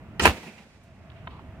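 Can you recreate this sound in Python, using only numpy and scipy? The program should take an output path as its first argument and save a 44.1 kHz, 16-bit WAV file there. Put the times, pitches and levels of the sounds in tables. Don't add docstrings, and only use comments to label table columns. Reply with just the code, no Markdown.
import sys
import numpy as np
from scipy import signal
from scipy.fft import rfft, irfft
from scipy.io import wavfile
from scipy.ndimage import uniform_filter1d

SR = 44100
rng = np.random.default_rng(int(sys.argv[2]) if len(sys.argv) > 2 else 0)


def int16_out(signal):
    q = np.round(np.clip(np.atleast_2d(signal).T, -1, 1) * 32767)
    wavfile.write(sys.argv[1], SR, q.astype(np.int16))


def decibels_to_gain(level_db):
    exponent = np.asarray(level_db, float) / 20
    return 10 ** exponent


N = 70560
t = np.arange(N) / SR
POP_S = 0.2555


def level(x, db):
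    return x * decibels_to_gain(db) / np.sqrt(np.mean(x ** 2))


def noise():
    return rng.standard_normal(N)


def colour(x, table, scale=1):
    hz, db = np.array(table, float).T
    size = 4096
    bins_hz = np.arange(size // 2 + 1) * SR / size
    bins_db = np.interp(np.log(bins_hz + 1), np.log(hz + 1), db)
    cepstrum = irfft(np.log(decibels_to_gain(scale * bins_db)))
    cepstrum[1:size // 2] *= 2
    cepstrum[size // 2 + 1:] = 0
    impulse = irfft(np.exp(rfft(cepstrum)))
    return signal.fftconvolve(np.r_[x[-size:], x], impulse)[size:size + N]


def ring(x, hz, width_hz):
    lead = 4096
    b, a = signal.iirpeak(min(hz, 0.45 * SR), hz / max(width_hz, 5), SR)
    return signal.lfilter(b, a, np.r_[x[-lead:], x])[lead:]


def ring_twice(x, hz, width_hz):
    return ring(ring(x, hz, width_hz), hz, width_hz)


def body(x, peaks, flip=-1):
    return sum(flip ** k * decibels_to_gain(db) * ring(x, hz, w) for k, (hz, w, db) in enumerate(peaks))


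def swell(peak_s, rise_s, fall_s):
    return np.exp(np.where(t < peak_s, (t - peak_s) / rise_s, (peak_s - t) / fall_s))


def pulse(peak_s, width_s):
    return np.exp(-((t - peak_s) / width_s) ** 2)


def walk(rate_hz):
    k = int(SR / rate_hz)
    steps = np.repeat(rng.standard_normal(N // k + 1), k)
    return 1.146 * uniform_filter1d(uniform_filter1d(steps, k), k)[:N]


# f/Hz, level/dB per Hz
AIR_SPECTRUM = [(25, -19.5), (75, 1), (200, -6), (420, -18.5), (800, -22.5), (1300, -24), (2700, -32),
                (4400, -49.5), (12000, -58.5)]
# f/Hz, width/Hz, level/dB
AIR_DRONES = [(655, 45, -59), (12000, 150, -94)]


def air():
    gust_db, flicker_db = 0.6, 3.5
    gust = walk(0.86)
    base = colour(noise(), AIR_SPECTRUM)
    wind = 0
    for hz in 30 * 2 ** np.arange(0, 9.1, 0.5):
        flicker = walk(12.24) * (hz / 100) ** -0.2
        wind = wind + ring(base, hz, hz / 2.1) * decibels_to_gain(gust_db * gust + flicker_db * flicker)
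    out = level(wind, -45)
    for hz, width_hz, db in AIR_DRONES:
        out = out + level(ring(noise(), hz, width_hz) * decibels_to_gain(1.5 * walk(5.74)), db)
    return out


def far(x):
    return signal.sosfilt(signal.butter(8, 4600, fs=SR, output="sos"), x)


# f/Hz, width/Hz, level/dB
SLAP_MODES = [(674, 88, -0.5), (1035, 38, 8), (1400, 150, -2.5), (2040, 240, -8.5), (2630, 37, -4),
              (3070, 83, -9), (3650, 63, -10), (4160, 110, -19.5)]


def slap():
    slap_s, gap_s, knock_width_s = 1.2725, 0.0032, 0.00004
    knocks = pulse(slap_s, knock_width_s) + pulse(slap_s + gap_s, knock_width_s)
    haze = decibels_to_gain(-19) * noise() * swell(slap_s, rise_s=0.0025, fall_s=0.005)
    out = far(body(knocks + haze, SLAP_MODES))
    return out * decibels_to_gain(-26.5) / np.abs(out).max()


def bank_wash():
    wash = level(ring(ring(noise(), 1020, 180), 1020, 680), -49)
    return wash * swell(1.33, rise_s=0.037, fall_s=0.44 / np.log(1000))


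# f/Hz, level/dB per Hz
TAIL_SPECTRUM = [(88, -29.5), (150, -12), (209, 0.5), (285, -14.5), (860, -12), (1130, -19), (2500, -16.5),
                 (2920, -23.5), (15500, -39.5)]


def tree_tail():
    low_t60_s, treble_t60_s, top_t60_s = 1.29, 1.485, 0.84
    scatter = level(colour(noise() * decibels_to_gain(1.8 * walk(70)), TAIL_SPECTRUM), -29)

    def below(hz):
        return signal.sosfiltfilt(signal.butter(2, hz, fs=SR, output="sos"), scatter)

    def fade(t60_s):
        return swell(POP_S, 0.0015, t60_s / np.log(1000))

    low, mid = below(4000), below(9500)
    return low * fade(low_t60_s) + (mid - low) * fade(treble_t60_s) + (scatter - mid) * fade(top_t60_s)


# t/s, level/dB, f/Hz, width/Hz, smear/s
LONE_ECHOES = [(0.371, -38.5, 2420, 1520, .012), (0.47, -39, 2430, 618, 0.023),
               (0.472, -34.5, 205, 155, 0.035), (0.494, -46, 2460, 500, 0.021),
               (0.582, -40.5, 2130, 1210, 0.013), (.665, -44, 400, 296, 0.01),
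               (.835, -62, 8000, 8000, 0.018), (1.101, -52, 2850, 2380, .005),
               (1.118, -54, 2300, 2000, .005), (1.165, -59.5, 2450, 1480, 0.041),
               (.465, -56.5, 9000, 9000, .02), (1.31, -60, 2780, 2930, 0.065),
               (1.394, -45, 1000, 706, 0.0062)]


def lone_echoes():
    far_s = 1.05
    out = 0
    for s, db, hz, width_hz, smear_s in LONE_ECHOES:
        echo = ring_twice(noise(), hz, width_hz)
        if s > far_s:
            echo = far(echo)
        out = out + level(echo, db) * swell(s, smear_s / 5, smear_s)
    return out


# f/Hz, width/Hz, level/dB
VALVE_MODES = [(292, 120, 2), (540, 200, -9), (780, 200, -5.5), (1000, 100, -9), (1270, 120, -0.5),
               (1283, 220, 4.5), (1897, 110, 2), (2430, 230, -2), (2980, 220, -1.5), (4200, 250, -9),
               (5400, 640, -14)]


def valve():
    valve_s = 0.1963
    rattle = level(body(noise() * decibels_to_gain(1.8 * walk(1500)), VALVE_MODES), -18.5)
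    tick = level(ring(noise(), 10000, 9000), -33)
    return rattle * swell(valve_s, 0.0004, 0.013) + tick * swell(valve_s, 0.00037, 0.0015)


# f/Hz, level/dB per Hz
HISS_SPECTRUM = [(1470, -24), (2500, -1.5), (6740, 5), (9370, 2.5), (10100, -25.5), (13000, -11),
                 (15500, -21)]


def hiss():
    start_s, stop_s = 0.205, 0.241
    start_hz, stop_hz = 4026, 8940
    run = np.clip((t - start_s) / (stop_s - start_s), 0, 1)
    hz = start_hz + (stop_hz - start_hz) * run
    squeal = level(ring(noise(), 300, 900) * np.sin(2 * np.pi * np.cumsum(hz) / SR), -46.5)
    leak = level(colour(noise(), HISS_SPECTRUM), -31.5)
    return (leak + squeal) * run ** 0.9 * swell(stop_s, np.inf, 0.0062)


def spray():
    jet = level(ring(noise(), 8000, 9200), -29) * swell(POP_S, 0.00025, 0.018)
    shove = level(ring_twice(noise(), 76, 47), -25.5)
    return jet + shove * pulse(POP_S + 0.02, 0.055)


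# f/Hz, level/dB per Hz
GUSH_SPECTRUM = [(24, -25), (40, -15), (417, -5.5), (591, -13), (686, -5), (2010, -13), (2640, -9.5),
                 (3470, -17), (15500, -51.5)]


def gush():
    opened = np.clip((t - 0.214) / 0.0033, 0, 1)
    rough = level(colour(noise(), GUSH_SPECTRUM) * decibels_to_gain(2.3 * walk(250)), -17)
    thump = level(ring(noise(), 216.7, 128), -23.5)
    return opened * (rough * swell(POP_S, 0.015, 0.033) + thump * swell(POP_S, 0.055, 0.079))


# f/Hz, width/Hz, level/dB
BARREL_MODES = [(200, 54, -21.5), (450, 110, -7), (645, 84, -10.5), (1000, 93, -4), (1257, 280, -14.5),
                (1715, 250, -6.5), (2270, 430, -6.5), (2620, 200, -3), (3030, 83, -23.5), (4120, 240, -4),
                (8870, 600, -26.5)]
# t/s, level/dB, crack/dB
MUZZLE_FRONTS = [(.2547, -5, -24), (.2559, -1, -12), (.2579, -6, -18), (.2609, -3, -24), (.2677, -8, -20),
                 (.2699, -11, -20), (.2762, -9, -22), (.2787, -12, -26), (.2960, -18, -24)]


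def muzzle():
    front_s, step_s, crack_fall_s = 0.00024, 0.0001, 0.00067
    steps, waves, cracks = 0, 0, 0
    for s, db, crack_db in MUZZLE_FRONTS:
        u = (t - s) / front_s - 0.7
        steps = steps + decibels_to_gain(db) * pulse(s, step_s)
        waves = waves - 1.36 * decibels_to_gain(db) * u * np.exp(-u ** 2)
        cracks = cracks + decibels_to_gain(db + crack_db) * swell(s, 0.0001, crack_fall_s)
    unit = np.abs(body(pulse(POP_S, step_s), BARREL_MODES, 0.85)).max()
    ringing = decibels_to_gain(-3) * body(steps, BARREL_MODES, 0.96) / unit
    crack = level(ring(ring(noise(), 8000, 6570), 8000, 6574), 0) * cracks
    return waves + ringing + crack


def bank():
    background = air() + slap() + bank_wash() + tree_tail() + lone_echoes()
    return background + valve() + hiss() + spray() + gush() + muzzle()


# f/Hz, level/dB
SIDE_OVER_MID = [(25, -19), (200, -16), (500, -13), (1000, -12), (2000, -3), (4400, 1), (8000, 0),
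                 (15000, 1)]
# f/Hz, level/dB
LEFT_OVER_RIGHT = [(60, -0.5), (300, -2), (700, 0.5), (1300, -1), (2400, -8.5), (4400, -1.5), (8000, -3.5),
                   (15000, -0.5)]


def scene():
    port_lag_s = 0.0003
    mid = bank()
    side = colour(np.roll(bank(), int(port_lag_s * SR)), SIDE_OVER_MID)
    left = colour(mid, LEFT_OVER_RIGHT, 0.59) + side
    right = colour(mid, LEFT_OVER_RIGHT, -0.64) - side
    return np.array([left, right])


def roll_off(x):
    return signal.sosfilt(signal.butter(12, 15950, fs=SR, output="sos"), x)


def record(dry):
    lag_s, attack_s, hold_s = 0.04, 0.037, 0.47
    duck_db, recover_db_per_s = -9, 19
    ceiling, top_hz = 1.05, 15950
    since_s = t - t[np.abs(dry).max(0).argmax()] - lag_s
    ducked_db = duck_db * np.clip(since_s / attack_s, 0, 1)
    recovered_db = recover_db_per_s * np.maximum(since_s - hold_s, 0)
    gain_db = np.minimum(ducked_db + recovered_db, 0)
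    x = ceiling * np.tanh(dry * decibels_to_gain(gain_db) / ceiling)
    x = signal.sosfilt(signal.ellip(8, 0.2, 70, top_hz, fs=SR, output="sos"), x)
    return roll_off(x)


dry = scene()
out = record(dry)
int16_out(out)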